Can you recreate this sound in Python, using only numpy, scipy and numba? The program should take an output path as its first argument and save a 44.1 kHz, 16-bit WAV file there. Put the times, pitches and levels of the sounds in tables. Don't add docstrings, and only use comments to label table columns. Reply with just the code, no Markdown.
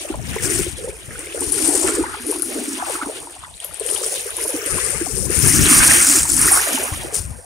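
import sys
import numpy as np
from scipy import signal
from scipy.fft import rfft, irfft, next_fast_len
from scipy.io import wavfile
from scipy.ndimage import uniform_filter1d, minimum_filter1d
from numba import njit

SR = 44100
rng = np.random.default_rng(int(sys.argv[2]) if len(sys.argv) > 2 else 0)


def waveform_to_disk(signal):
    frames = np.transpose(np.atleast_2d(signal))
    scaled = np.clip(frames, -1, 1) * 32767
    samples = np.round(scaled).astype(np.int16)
    wavfile.write(sys.argv[1], SR, samples)


N = 328532

# (time [s], central bubble pitch [Hz], treble gain [dB])
FOAM_RING = [(0.0, 2313, -2), (0.5, 2380, -10.5), (0.9, 2103, -2), (1.5, 1904, 0.5), (2.1, 1441, 9.5),
             (2.6, 1594, 12), (2.9, 1406, 9.5), (3.45, 1610, 16.5), (3.6, 2516, -5), (4.0, 2398, -5),
             (4.3, 2295, -6), (4.8, 1956, -7), (5.2, 1810, -15), (5.6, 1945, -5), (5.9, 1795, 1),
             (6.2, 1905, -15), (6.5, 1520, -2), (6.65, 1610, 10), (6.85, 1801, -2), (7.05, 1903, 6.5),
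             (7.45, 1817, -11)]

SLOPE_DB = 23
FOAM_RISE, FOAM_FADE = 1.73, 1.32
MIST_RISE, MIST_FADE = 1.64, 0.88
GURGLE_RISE, GURGLE_FADE = 1.2, 0.76
RIPPLE_SPRAY_DB, RIPPLE_MIST_DB, RIPPLE_FOAM_DB, RIPPLE_GURGLE_DB = -42.5, -74, -57.5, -72
PING_HZ, PING_DRIFT = 9015, 0.052
CURL_RISE_S, CURL_FADE_S = 0.045, 0.068
PLOP_DB, PLOP_GROWTH, PLOP_HZ = -25.5, 0.56, 812
GUST_RISE_S, GUST_FADE_S, BREEZE_DB = 0.11, 0.27, -53
FOAM_TREBLE_HZ = 2960
BLEND_ABOVE_HZ = 4450
TOP_HZ = 15600


def undb(db):
    return 10 ** (np.asarray(db) / 20)


def curve(table, axis=1):
    rows = np.array(table)
    return np.interp(np.arange(N) / SR, rows[:, 0], rows[:, axis])


def pan(db):
    gains = undb(np.array([db, -db]) / 2)
    return gains / gains.mean(axis=0)


def colour(x, points):
    size = next_fast_len(x.shape[-1] + 8192, True) * 2
    hz, db = np.transpose(points)
    freqs = np.maximum(np.fft.rfftfreq(size, 1 / SR), 1)
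    outline_db = np.interp(np.log(freqs), np.log(hz), db)
    cepstrum = irfft(np.log(undb(outline_db)))
    cepstrum[1:size // 2] *= 2
    cepstrum[size // 2 + 1:] = 0
    response = np.exp(rfft(cepstrum))
    return irfft(rfft(x, size) * response)[..., :x.shape[-1]]


def steady(x, span_s):
    power = x.mean(axis=0) ** 2
    width = max(int(span_s * SR), 1)
    slow = uniform_filter1d(uniform_filter1d(power, width), width)
    return x / np.sqrt(np.abs(slow) + power.mean() / 1000)


def walk(rate):
    hold = max(int(SR / rate), 1)
    levels = rng.standard_normal(8192)
    steps = levels[np.arange(N) // hold % len(levels)]
    x = uniform_filter1d(steps, hold)
    return x / x.std()


def swell(start, rise_s, hold_s, fade_s):
    t = np.arange(N) / SR - start
    before = np.maximum(-t, 0) / max(rise_s, .01)
    after = np.maximum(t - hold_s, 0) / max(fade_s, .01)
    return undb(-SLOPE_DB * np.minimum(before + after, 10))


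def surging(axis, base_db, rise=1, fade=1):
    # (time at full strength [s], rise [s], hold [s], fade [s],
    # spray level [dB], mist level [dB], foam level [dB], gurgle level [dB],
    # spray left minus right [dB], pitch of trapped air pockets [Hz]); levels precede each layer's trim
    breakings = [(0.0, 0.094, 0.0081, 0.42, -33, -43.5, -35, -32, 2, 330),
                 (0.295, 0.12, 0.086, 0.12, -35, -42.5, -32, -38.5, 6, 373),
                 (0.437, 0.066, 0.14, 0.24, -20.5, -33, -28.5, -27, 7, 334),
                 (0.775, 0.016, 0.063, 0.37, -33, -67, -42, -31, -0.5, 434),
                 (1.177, 0.35, 0.22, 0.42, -35.5, -49, -40, -38, -1, 403),
                 (1.434, 0.11, 0.011, 0.065, -24, -51, -43, -26, 4, 363),
                 (1.577, 0.24, 0.24, 0.42, -17, -47, -35, -23, 6, 330),
                 (1.873, 0.032, 0.0079, 0.4, -26, -54, -28, -18, -22, 372),
                 (2.27, 0.12, 0.093, 0.64, -26.5, -63, -43.5, -25.5, 4, 326),
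                 (2.52, 0.13, 0.23, 0.25, -28, -40.5, -39, -29, 0.5, 306),
                 (2.908, 0.22, 0.055, 0.17, -26, -41, -33.5, -32, 1.5, 378),
                 (3.073, 0.22, 0.11, 0.47, -33, -59, -44.5, -39, 0, 337),
                 (3.63, 0.074, 0.014, 0.29, -36, -64, -39.5, -65, 9, 460),
                 (3.892, 0.16, 0.071, 0.15, -22.5, -54, -32.5, -32.5, 7, 412),
                 (4.028, 0.12, 0.13, 0.34, -23.5, -37, -32, -30.5, 1.5, 471),
                 (4.248, 0.026, 0.064, 0.085, -38, -50, -35.5, -38, 10, 452),
                 (4.365, 0.07, 0.2, 0.058, -27.5, -45, -36.5, -32.5, 1.5, 436),
                 (4.589, 0.18, 0.068, 0.072, -37, -37, -32.5, -29.5, 2, 419),
                 (4.665, 0.025, 0.25, 0.34, -23, -53, -28.5, -31, 13.5, 448),
                 (5.086, 0.2, 0.19, .2, -28, -41.5, -56, -32, 19, 380),
                 (5.322, 0.049, 0.16, 0.21, -19.5, -62, -31, -28.5, 20, 376),
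                 (5.454, 0.1, 0.21, 0.5, -14.5, -23, -26.5, -24, 3.5, 292),
                 (5.738, 0.2, 0.18, 0.2, -8.5, -24, -17, -26, -2, 268),
                 (5.955, 0.19, 0.21, 0.22, -11, -22, -23, -26, 1, 273),
                 (6.299, 0.037, 0.088, 0.28, -15, -28, -53, -27, 7.5, 286),
                 (6.415, 0.059, 0.16, 0.35, -15, -25, -24.5, -32.5, -1.5, 354),
                 (6.71, 0.059, 0.016, 0.53, -20.5, -29.5, -29.5, -27.5, -2.5, 290),
                 (7.144, 0.017, 0.023, 0.13, -17.5, -33, -56, -35.5, 7, 433)]
    power, side, pitch = 0, 0, 0
    for row in breakings:
        start, rise_s, hold_s, fade_s, *_, side_db, pocket_hz = row
        envelope = swell(start, rise_s * rise, hold_s, fade_s * fade)
        part = (undb(row[axis]) * envelope) ** 2
        power = power + part
        side = side + part * side_db
        pitch = pitch + part * pocket_hz
    level_db = 10 * np.log10(power + undb(base_db) ** 2)
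    return level_db, side / power, pitch / power


@njit
def ring(start, hz, onset, cycles, rise, size, lag):
    out = np.zeros(N)
    for k in range(len(start)):
        first = (start[k] + lag[k]) * SR
        last = min(int(first + 6 * cycles[k] * SR / hz[k]), N)
        for i in range(max(int(first) + 1, 0), last):
            turns = (i - first) * hz[k] / SR
            age = turns / cycles[k]
            envelope = (1 - np.exp(-(turns / onset[k]) ** 2)) * np.exp(-age)
            out[i] += size[k] * envelope * np.sin(2 * np.pi * turns * (1 + rise[k] * age / 8))
    return out


def cloud(pitch_hz, spread, onset, cycles, rise, scatter_db, side_db, width_db, lag_ms, lag_spread_ms, count):
    start = (np.arange(count) + rng.random(count)) / count * N / SR
    tone, life, climb, loud, place, path, sign = rng.standard_normal((count, 7)).T
    centre_hz = np.broadcast_to(pitch_hz, N)[(start * SR).astype(int)]
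    hz = centre_hz * 2 ** (spread * np.clip(tone, -2, 2))
    size = np.sign(sign) * undb(scatter_db * np.clip(loud, -2.5, 2.5))
    onsets = np.full(count, float(onset))
    lives = max(cycles, .5) * np.exp(0.31 * life)
    climbs = rise * (1 + climb)
    lag = (lag_ms + lag_spread_ms * path) / 1000
    gains = pan(side_db + width_db * place)
    return np.array([ring(start, hz, onsets, lives, climbs, size * gains[c], c * lag) for c in range(2)])


def gurgle():
    gurgle_db, _, pocket_hz = surging(axis=7, base_db=RIPPLE_GURGLE_DB, rise=GURGLE_RISE, fade=GURGLE_FADE)
    pockets = cloud(pocket_hz, spread=0.241, onset=1.67, cycles=3.28, rise=0.128, scatter_db=4.5,
                    side_db=1.0, width_db=6.5, lag_ms=0.077, lag_spread_ms=0.098, count=1000)
    return steady(pockets, span_s=.04) * undb(gurgle_db - 3.0 + 2.5 * walk(25))


def plops(foam_db):
    # (time [s], hold [s], level ahead of trim [dB], mean pitch [Hz])
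    curls = [(0.11, 0.059, -40, 664), (1.61, 0.31, -35, 715), (1.92, 0.13, -37, 1130),
             (2.028, 0.14, -37, 1220), (2.308, 0.052, -38.5, 880), (2.513, 0.12, -33, 580),
             (2.792, 0.046, -29.5, 944), (2.874, 0.048, -33, 620), (2.893, 0.18, -36.5, 1200),
             (3.08, 0.034, -32.5, 580), (3.143, 0.2, -45, 905), (3.435, 0.029, -37.5, 1050),
             (3.646, 0.14, -45.5, 780), (3.909, 0.12, -37, 1120), (4.375, 0.22, -42, 720),
             (5.884, 0.061, -29, 920), (6.404, 0.22, -30, 1434), (6.548, 0.05, -28, 650),
             (6.66, 0.17, -30, 626), (6.85, 0.1, -36.5, 1073), (6.896, 0.29, -39, 665),
             (7.2, 0.3, -47.5, 764)]
    power = undb(PLOP_DB + PLOP_GROWTH * foam_db) ** 2
    pitch = power * PLOP_HZ
    for start, hold_s, db, hz in curls:
        part = (undb(db) * swell(start, CURL_RISE_S, hold_s, CURL_FADE_S)) ** 2
        power = power + part
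        pitch = pitch + part * hz
    bunches_hz = pitch / power * 2 ** (0.15 * walk(30))
    bubbles = cloud(bunches_hz, spread=0.38, onset=1.8, cycles=1.8, rise=0.04, scatter_db=2.8,
                    side_db=3.5, width_db=6.0, lag_ms=0.1, lag_spread_ms=0.3, count=5000)
    return steady(bubbles, span_s=0.057) * np.sqrt(power) * undb(-2.0 + 2.7 * walk(28))


def roar(centre_hz, width_hz):
    lowpass = signal.butter(3, width_hz / 2, fs=SR, output="sos")
    body = signal.sosfilt(lowpass, rng.standard_normal((2, N)))
    return body * np.cos(2 * np.pi * np.cumsum(centre_hz) / SR)


def foam_treble(x):
    lowpass = signal.butter(4, FOAM_TREBLE_HZ, fs=SR, output="sos")
    body = signal.sosfiltfilt(lowpass, x)
    return body + (x - body) * undb(curve(FOAM_RING, axis=2))


def fizz(foam_db):
    # (frequency [Hz], gain [dB])
    foam_colour = [(700, -19), (1200, -2), (1600, 0), (2000, -1), (2750, 1.5), (3200, 4), (3900, 10),
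                   (5000, 17), (7000, -30)]
    clusters_hz = curve(FOAM_RING) * 2 ** (0.17 * walk(22))
    bubbles = cloud(clusters_hz, spread=0.42, onset=3.0, cycles=5.5, rise=0.08, scatter_db=4.2,
                    side_db=-2.5, width_db=4.0, lag_ms=0.2, lag_spread_ms=0.25, count=6000)
    wash = roar(clusters_hz, width_hz=2000) * pan(7.3)[:, None]
    tumbling = np.clip((foam_db + 72.5) / 55, .15, .6)
    foam = np.sqrt(1 - tumbling) * steady(colour(bubbles, foam_colour), span_s=0.11)
    foam = foam + np.sqrt(tumbling) * steady(colour(wash, foam_colour), span_s=0.99)
    return foam_treble(foam) * undb(1.66 * walk(45) + foam_db - 3.0)


def strays(foam_db, level_db=-18, growth=0.67):
    bubbles = cloud(1400, spread=0.5, onset=2.2, cycles=3.0, rise=0.06, scatter_db=1.5,
                    side_db=2, width_db=6, lag_ms=0.4, lag_spread_ms=0.25, count=300)
    return bubbles * undb(level_db + growth * foam_db)


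def patter(scatter_db, count):
    out = np.zeros((2, N))
    for c in range(2):
        loud, sign = rng.standard_normal((count, 2)).T
        size = np.sign(sign) * undb(scatter_db * np.minimum(loud, 3))
        np.add.at(out[c], rng.integers(0, N, count), size)
    return out


def blended(x):
    # (time [s], share [0-1])
    blend_share = [(0.0, 0), (0.6, 0.7), (1.3, 0.35), (2.4, 0.84), (2.7, 0.8), (3.5, 0.54), (4.1, 0.47),
                   (5.25, 0), (5.55, 0.92), (6.7, 0.94), (7.2, 1)]
    highpass = signal.butter(10, BLEND_ABOVE_HZ, "high", fs=SR, output="sos")
    treble = signal.sosfiltfilt(highpass, x)
    return x + np.clip(curve(blend_share), 0, 1) * (treble.mean(axis=0) - treble)


def spray():
    # (frequency [Hz], gain [dB])
    spray_colour = [(2500, -18.5), (3900, -17.5), (4500, -12), (5300, -9), (7200, -7.5), (8400, -13.5),
                    (9350, 6), (10200, -12), (11500, -12), (12600, -17.5), (16000, -26)]
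    # (frequency [Hz], gain [dB])
    mist_colour = [(3000, -13.5), (6000, -1), (11500, -11.5), (16000, -4)]
    # (time [s], shift of microbubble pitch [octaves])
    fineness = [(0.0, 0.038), (0.45, -0.054), (0.9, -0.0097), (1.6, -0.0067), (1.92, -0.11), (2.25, 0.07),
                (2.45, 0.1), (2.58, -0.043), (3.9, 0.0042), (4.5, 0.14), (5.0, -0.051), (5.65, -0.02),
                (6.0, 0.061), (6.3, -0.17), (6.76, 0.13), (7.45, -0.045)]
    spray_db, side_db, _ = surging(axis=4, base_db=RIPPLE_SPRAY_DB)
    mist_db, _, _ = surging(axis=5, base_db=RIPPLE_MIST_DB, rise=MIST_RISE, fade=MIST_FADE)
    spurts = undb(1.62 * walk(60) + 1.48 * walk(450))
    impacts = steady(patter(scatter_db=1.0, count=45000), span_s=0.19)
    ping_hz = PING_HZ * 2 ** (curve(fineness) + PING_DRIFT * walk(5))
    pings = cloud(ping_hz, spread=0.11, onset=1.8, cycles=4.2, rise=0.035, scatter_db=6.5,
                  side_db=7, width_db=18, lag_ms=0, lag_spread_ms=0.044, count=14000)
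    hiss = undb(-8.0) * rng.standard_normal((2, N))
    crackle = steady(colour(impacts + hiss, spray_colour), span_s=0.074)
    crackle = crackle + undb(-0.5) * steady(pings, span_s=0.07)
    droplets = cloud(10200, spread=0.46, onset=0.59, cycles=3.5, rise=0.017, scatter_db=2,
                     side_db=5.5, width_db=25, lag_ms=0, lag_spread_ms=0.203, count=24000)
    mist = colour(droplets, mist_colour)
    burst = steady(blended(crackle) * spurts, span_s=0.54) * undb(spray_db - 2.3)
    haze = steady(blended(mist) * spurts, span_s=0.078) * undb(mist_db + 3.0)
    return (burst + haze) * pan(side_db)


def wind(calm_flutter=0.05):
    # (time [s], hold [s], level ahead of trim [dB])
    gust_rows = [(0.172, 0.5, -31), (0.84, 0.011, -36), (1.087, 0.035, -38), (1.405, 0.19, -39),
                 (1.864, 0.18, -39), (3.76, 0.091, -57), (4.317, 0.025, -51), (4.735, 0.018, -32),
                 (4.878, 0.41, -36.5), (5.14, 0.13, -30), (5.381, 0.25, -20.5), (5.718, 0.18, -27),
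                 (6.217, 0.24, -31), (6.9, 0.11, -36.5), (7.196, 0.1, -34.5)]
    # (frequency [Hz], gain [dB])
    eddy_colour = [(15, -18), (30, -15), (55, 11), (80, 8), (110, 0), (170, -4), (300, -17.5), (700, -23.5),
                   (2500, -91)]
    # (frequency [Hz], gain [dB])
    flutter_colour = [(40, -34), (100, 3), (165, 3), (240, -2), (400, -16), (560, -37), (900, -72),
                      (2500, -59)]
    gusts = sum((undb(db) * swell(start, GUST_RISE_S, hold_s, GUST_FADE_S)) ** 2
                for start, hold_s, db in gust_rows)
    breeze = undb(BREEZE_DB + 2 * walk(11)) ** 2
    gust_db = 10 * np.log10(gusts + breeze)
    eddies = colour(rng.standard_normal((2, N)), eddy_colour) * pan(8.6)[:, None]
    flutter = colour(rng.standard_normal((2, N)), flutter_colour) * pan(47)[:, None]
    strong = np.clip((gust_db + 43.5) / 22, calm_flutter, 1)
    air = steady(eddies, span_s=0.1) + undb(4.0) * strong * steady(flutter, span_s=0.41)
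    return steady(air * undb(4.2 * walk(35)), span_s=0.12) * undb(gust_db - 0.5)


def gulps(onset=1.32, cycles=2.91, rise=0.078, lag_ms=0.25, shard_db=-9, shard_octaves=0.32,
          shard_s=.004, count=5):
    # (time [s], level before the envelope [dB], pitch of the main bubble [Hz])
    pinches = [(0.048, -17.5, 580), (0.097, -9, 303), (0.124, -24, 1350), (0.14, -18.5, 573),
               (0.14, -18, 980), (0.152, -27, 790), (0.192, -21, 654), (0.36, -13, 423), (0.362, -18, 920),
               (0.383, -15, 2130), (0.398, -19, 1700), (0.454, -18, 313), (0.59, -11, 376),
               (0.662, -14.5, 351), (0.845, -21, 521), (0.874, -12, 497), (0.877, -26, 884),
               (0.883, -19.5, 417), (1.107, -22.5, 1700), (1.154, -20, 1420), (1.185, -29, 1850),
               (1.27, -21, 2280), (1.298, -22, 2520), (1.324, -18.5, 2540), (1.344, -13.5, 516),
               (1.372, -17, 466), (1.419, -22, 930), (1.582, -17.5, 1370), (1.602, -15, 303),
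               (1.679, -7.5, 295), (1.692, -15, 740), (1.743, -11.5, 400), (1.839, -8, 349),
               (1.863, -17, 1440), (1.885, -13, 340), (1.884, -12, 1281), (1.977, -2.5, 351),
               (1.986, -1.5, 328), (2.003, -8, 305), (2.018, -37, 1280), (2.035, -12, 910),
               (2.064, -19, 1615), (2.139, -19, 1410), (2.142, -16.5, 836), (2.195, -21, 1630),
               (2.285, -13.5, 310), (2.323, -19, 1010), (2.356, -24, 1060), (2.428, -25, 1350),
               (2.555, -18, 320), (2.6, -23, 330), (2.675, -12, 288), (2.728, -16.5, 281.6),
               (2.798, -23, 930), (2.823, -11.5, 793), (2.874, -33, 556), (2.896, -16, 480),
               (2.945, -17.5, 317), (2.953, -12, 1250), (3.015, -9, 1365), (3.022, -20, 296),
               (3.031, -15, 1470), (3.062, -11.5, 280), (3.082, -16, 450), (3.094, -15.5, 586),
               (3.158, -24, 520), (3.175, -24, 430), (3.27, -22, 920), (3.362, -26.5, 758),
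               (3.434, -23.5, 1190), (3.601, -19.5, 3150), (3.641, -23, 3050), (3.646, -31, 562),
               (3.688, -32, 593), (3.709, -27.5, 1322), (3.738, -27, 610), (3.807, -13, 433),
               (3.853, -20.5, 440), (3.889, -14.5, 2965), (3.92, -23, 435), (3.962, -10.5, 3200),
               (4.013, -20, 493), (4.034, -19, 1290), (4.122, -18, 560), (4.165, -23, 496),
               (4.258, -19, 451), (4.414, -18, 432), (4.384, -21.5, 950), (4.45, -14, 426),
               (4.453, -23, 905), (4.538, -12, 294), (4.782, -14, 1060), (5.01, -9.5, 319),
               (5.063, -17, 743), (5.295, -11.5, 390), (5.484, -9, 1910), (5.515, -9, 1960),
               (5.585, -6.5, 289), (5.708, -5.5, 282), (5.765, -5.5, 280), (5.885, -11.5, 286),
               (5.91, -0.5, 1850), (6.168, -10.5, 290.7), (6.252, -15.5, 905), (6.392, -13.5, 267),
               (6.418, -15, 297), (6.476, -7, 1344), (6.484, -5, 1840), (6.573, -5, 1420),
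               (6.591, -4.5, 1530), (6.669, -14, 624), (6.738, -14.5, 256), (6.776, -12.5, 860),
               (6.807, -22, 500), (6.841, -24, 694), (7.045, -19, 358), (7.122, -17, 454),
               (7.385, -28, 480)]
    start, db, hz = np.transpose(pinches).astype(float)
    late, tone = rng.standard_normal((len(pinches), 2, count)).transpose(1, 0, 2)
    shard = np.arange(count) > 0
    start = (start[:, None] + shard * shard_s * (.5 + late)).ravel()
    hz = (hz[:, None] * 2 ** (shard * shard_octaves * np.clip(tone, -.5, 2))).ravel()
    size = undb(db[:, None] + shard * shard_db).ravel()
    longer = (hz / 350) ** 0.28
    lag = lag_ms / 1000 * np.minimum(1, 600 / hz)
    climb = np.full(len(start), rise)
    return np.array([ring(start, hz, onset * longer, cycles * longer, climb, size, c * lag)
                     for c in range(2)])


def thumps(pitch_hz=85, cycles=0.65, side_db=6):
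    # (time [s], level before the envelope [dB])
    shoves = [(0.675, -11), (5.373, -4), (5.45, -7), (5.527, -6), (5.585, -8), (5.626, 0), (5.652, -16),
              (5.796, -8), (5.88, -11), (6.918, -4), (7.196, -8), (7.248, -9), (7.309, -10)]
    start, db = np.transpose(shoves).astype(float)
    each = np.ones(len(start))
    shove = ring(start, pitch_hz * each, 0.6 * each, cycles * each, 0 * each, undb(db), 0 * each)
    return shove * pan(side_db)[:, None]


def drops(touch_s=0.00076, burst_s=0.001, splatter_s=0.03, splatter_db=-22, width_octaves=0.11, click_db=-16):
    # (time [s], peak level [dB], left minus right [dB], pitch [Hz])
    landings = [(1.192, -14.5, 5, 8800), (1.4065, -9, 5.5, 8850), (1.426, -19, -8, 8700),
                (1.521, -2, 32, 9700), (1.675, 4, 30, 9600), (2.2655, -13, 19, 9800),
                (2.3123, -7, 18, 10200), (2.4208, -6.5, 42, 9800), (2.8963, -15, 16, 9440),
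                (3.6014, -19.5, -3, 8700), (3.6446, -12, 5, 11100), (3.7428, -16.5, 11.5, 9050),
                (3.797, -10, 10, 8900), (3.863, -9, 20, 9050), (3.9, -11, 15, 9600),
                (3.9114, -9.5, 19, 9340), (3.9475, -8, 13, 9400), (4.0625, -6.5, 1, 9540),
                (4.134, -25, -1, 9800), (4.3041, -18, -4, 9700), (4.367, -7, 4, 9860),
                (4.4124, -11.5, 3, 9900), (4.437, -9, 8, 9880), (4.4787, -8.5, -9, 10060),
                (4.503, -10.5, 0, 10150), (4.6607, -10.5, 0, 9200), (4.905, -7, 25, 9220),
                (5.021, -13.5, 11, 9050), (5.3893, -2, 8, 9700), (5.4738, 8, 13, 9450),
                (6.0724, -11, 9, 9500), (6.1574, -16, 7, 9030), (6.231, -3, 1, 8800),
                (6.2997, -15, 3, 8830), (6.318, 3, -7, 9540), (6.3411, -5, 11, 9900), (6.3654, 0, 2, 9530),
                (6.3919, -2, -5, 9800), (6.4137, 2, -2, 9100), (6.457, -1, 3, 9100),
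                (6.4924, -15, -1, 9420), (6.5184, 6, 1, 9300), (6.5264, -2, 0, 8900),
                (6.7635, -16, -4, 10000), (6.8376, -9, -8, 9660), (7.145, -10, 19, 9200)]
    out = np.zeros((2, N))
    t = np.arange(4096) / SR
    burst = np.exp(-t / burst_s)
    splatter = undb(splatter_db) * np.exp(-t / splatter_s)
    shape = (1 - np.exp(-t / touch_s)) * (burst + splatter)
    thin = signal.butter(2, 7000, "high", fs=SR, output="sos")
    for s, db, side_db, hz in landings:
        noise = rng.standard_normal(len(t))
        edges_hz = [hz / 2 ** width_octaves, hz * 2 ** width_octaves]
        band = signal.butter(2, edges_hz, "band", fs=SR, output="sos")
        click = undb(click_db) * signal.sosfilt(thin, noise * shape * burst)
        tick = signal.sosfilt(band, noise * shape) + click
        first = int(s * SR)
        out[:, first:first + len(t)] += tick / np.abs(tick).max() * undb(db) * pan(side_db)[:, None]
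    return out


def scene(pocket_low_hz=245):
    foam_db, _, _ = surging(axis=6, base_db=RIPPLE_FOAM_DB, rise=FOAM_RISE, fade=FOAM_FADE)
    highpass = signal.butter(4, pocket_low_hz, "high", fs=SR, output="sos")
    pockets = signal.sosfilt(highpass, gurgle() + gulps())
    water = pockets + plops(foam_db) + fizz(foam_db) + strays(foam_db) + spray() + drops()
    return water + wind() + thumps()


def record(dry):
    width = int(.0007 * SR)
    room = np.minimum(1, .92 / (np.abs(dry) + 1e-9))
    gain = uniform_filter1d(minimum_filter1d(room, width), width)
    lowpass = signal.ellip(10, .2, 70, TOP_HZ, fs=SR, output="sos")
    return signal.sosfilt(lowpass, dry * gain)


dry = scene()
out = record(dry)
waveform_to_disk(out)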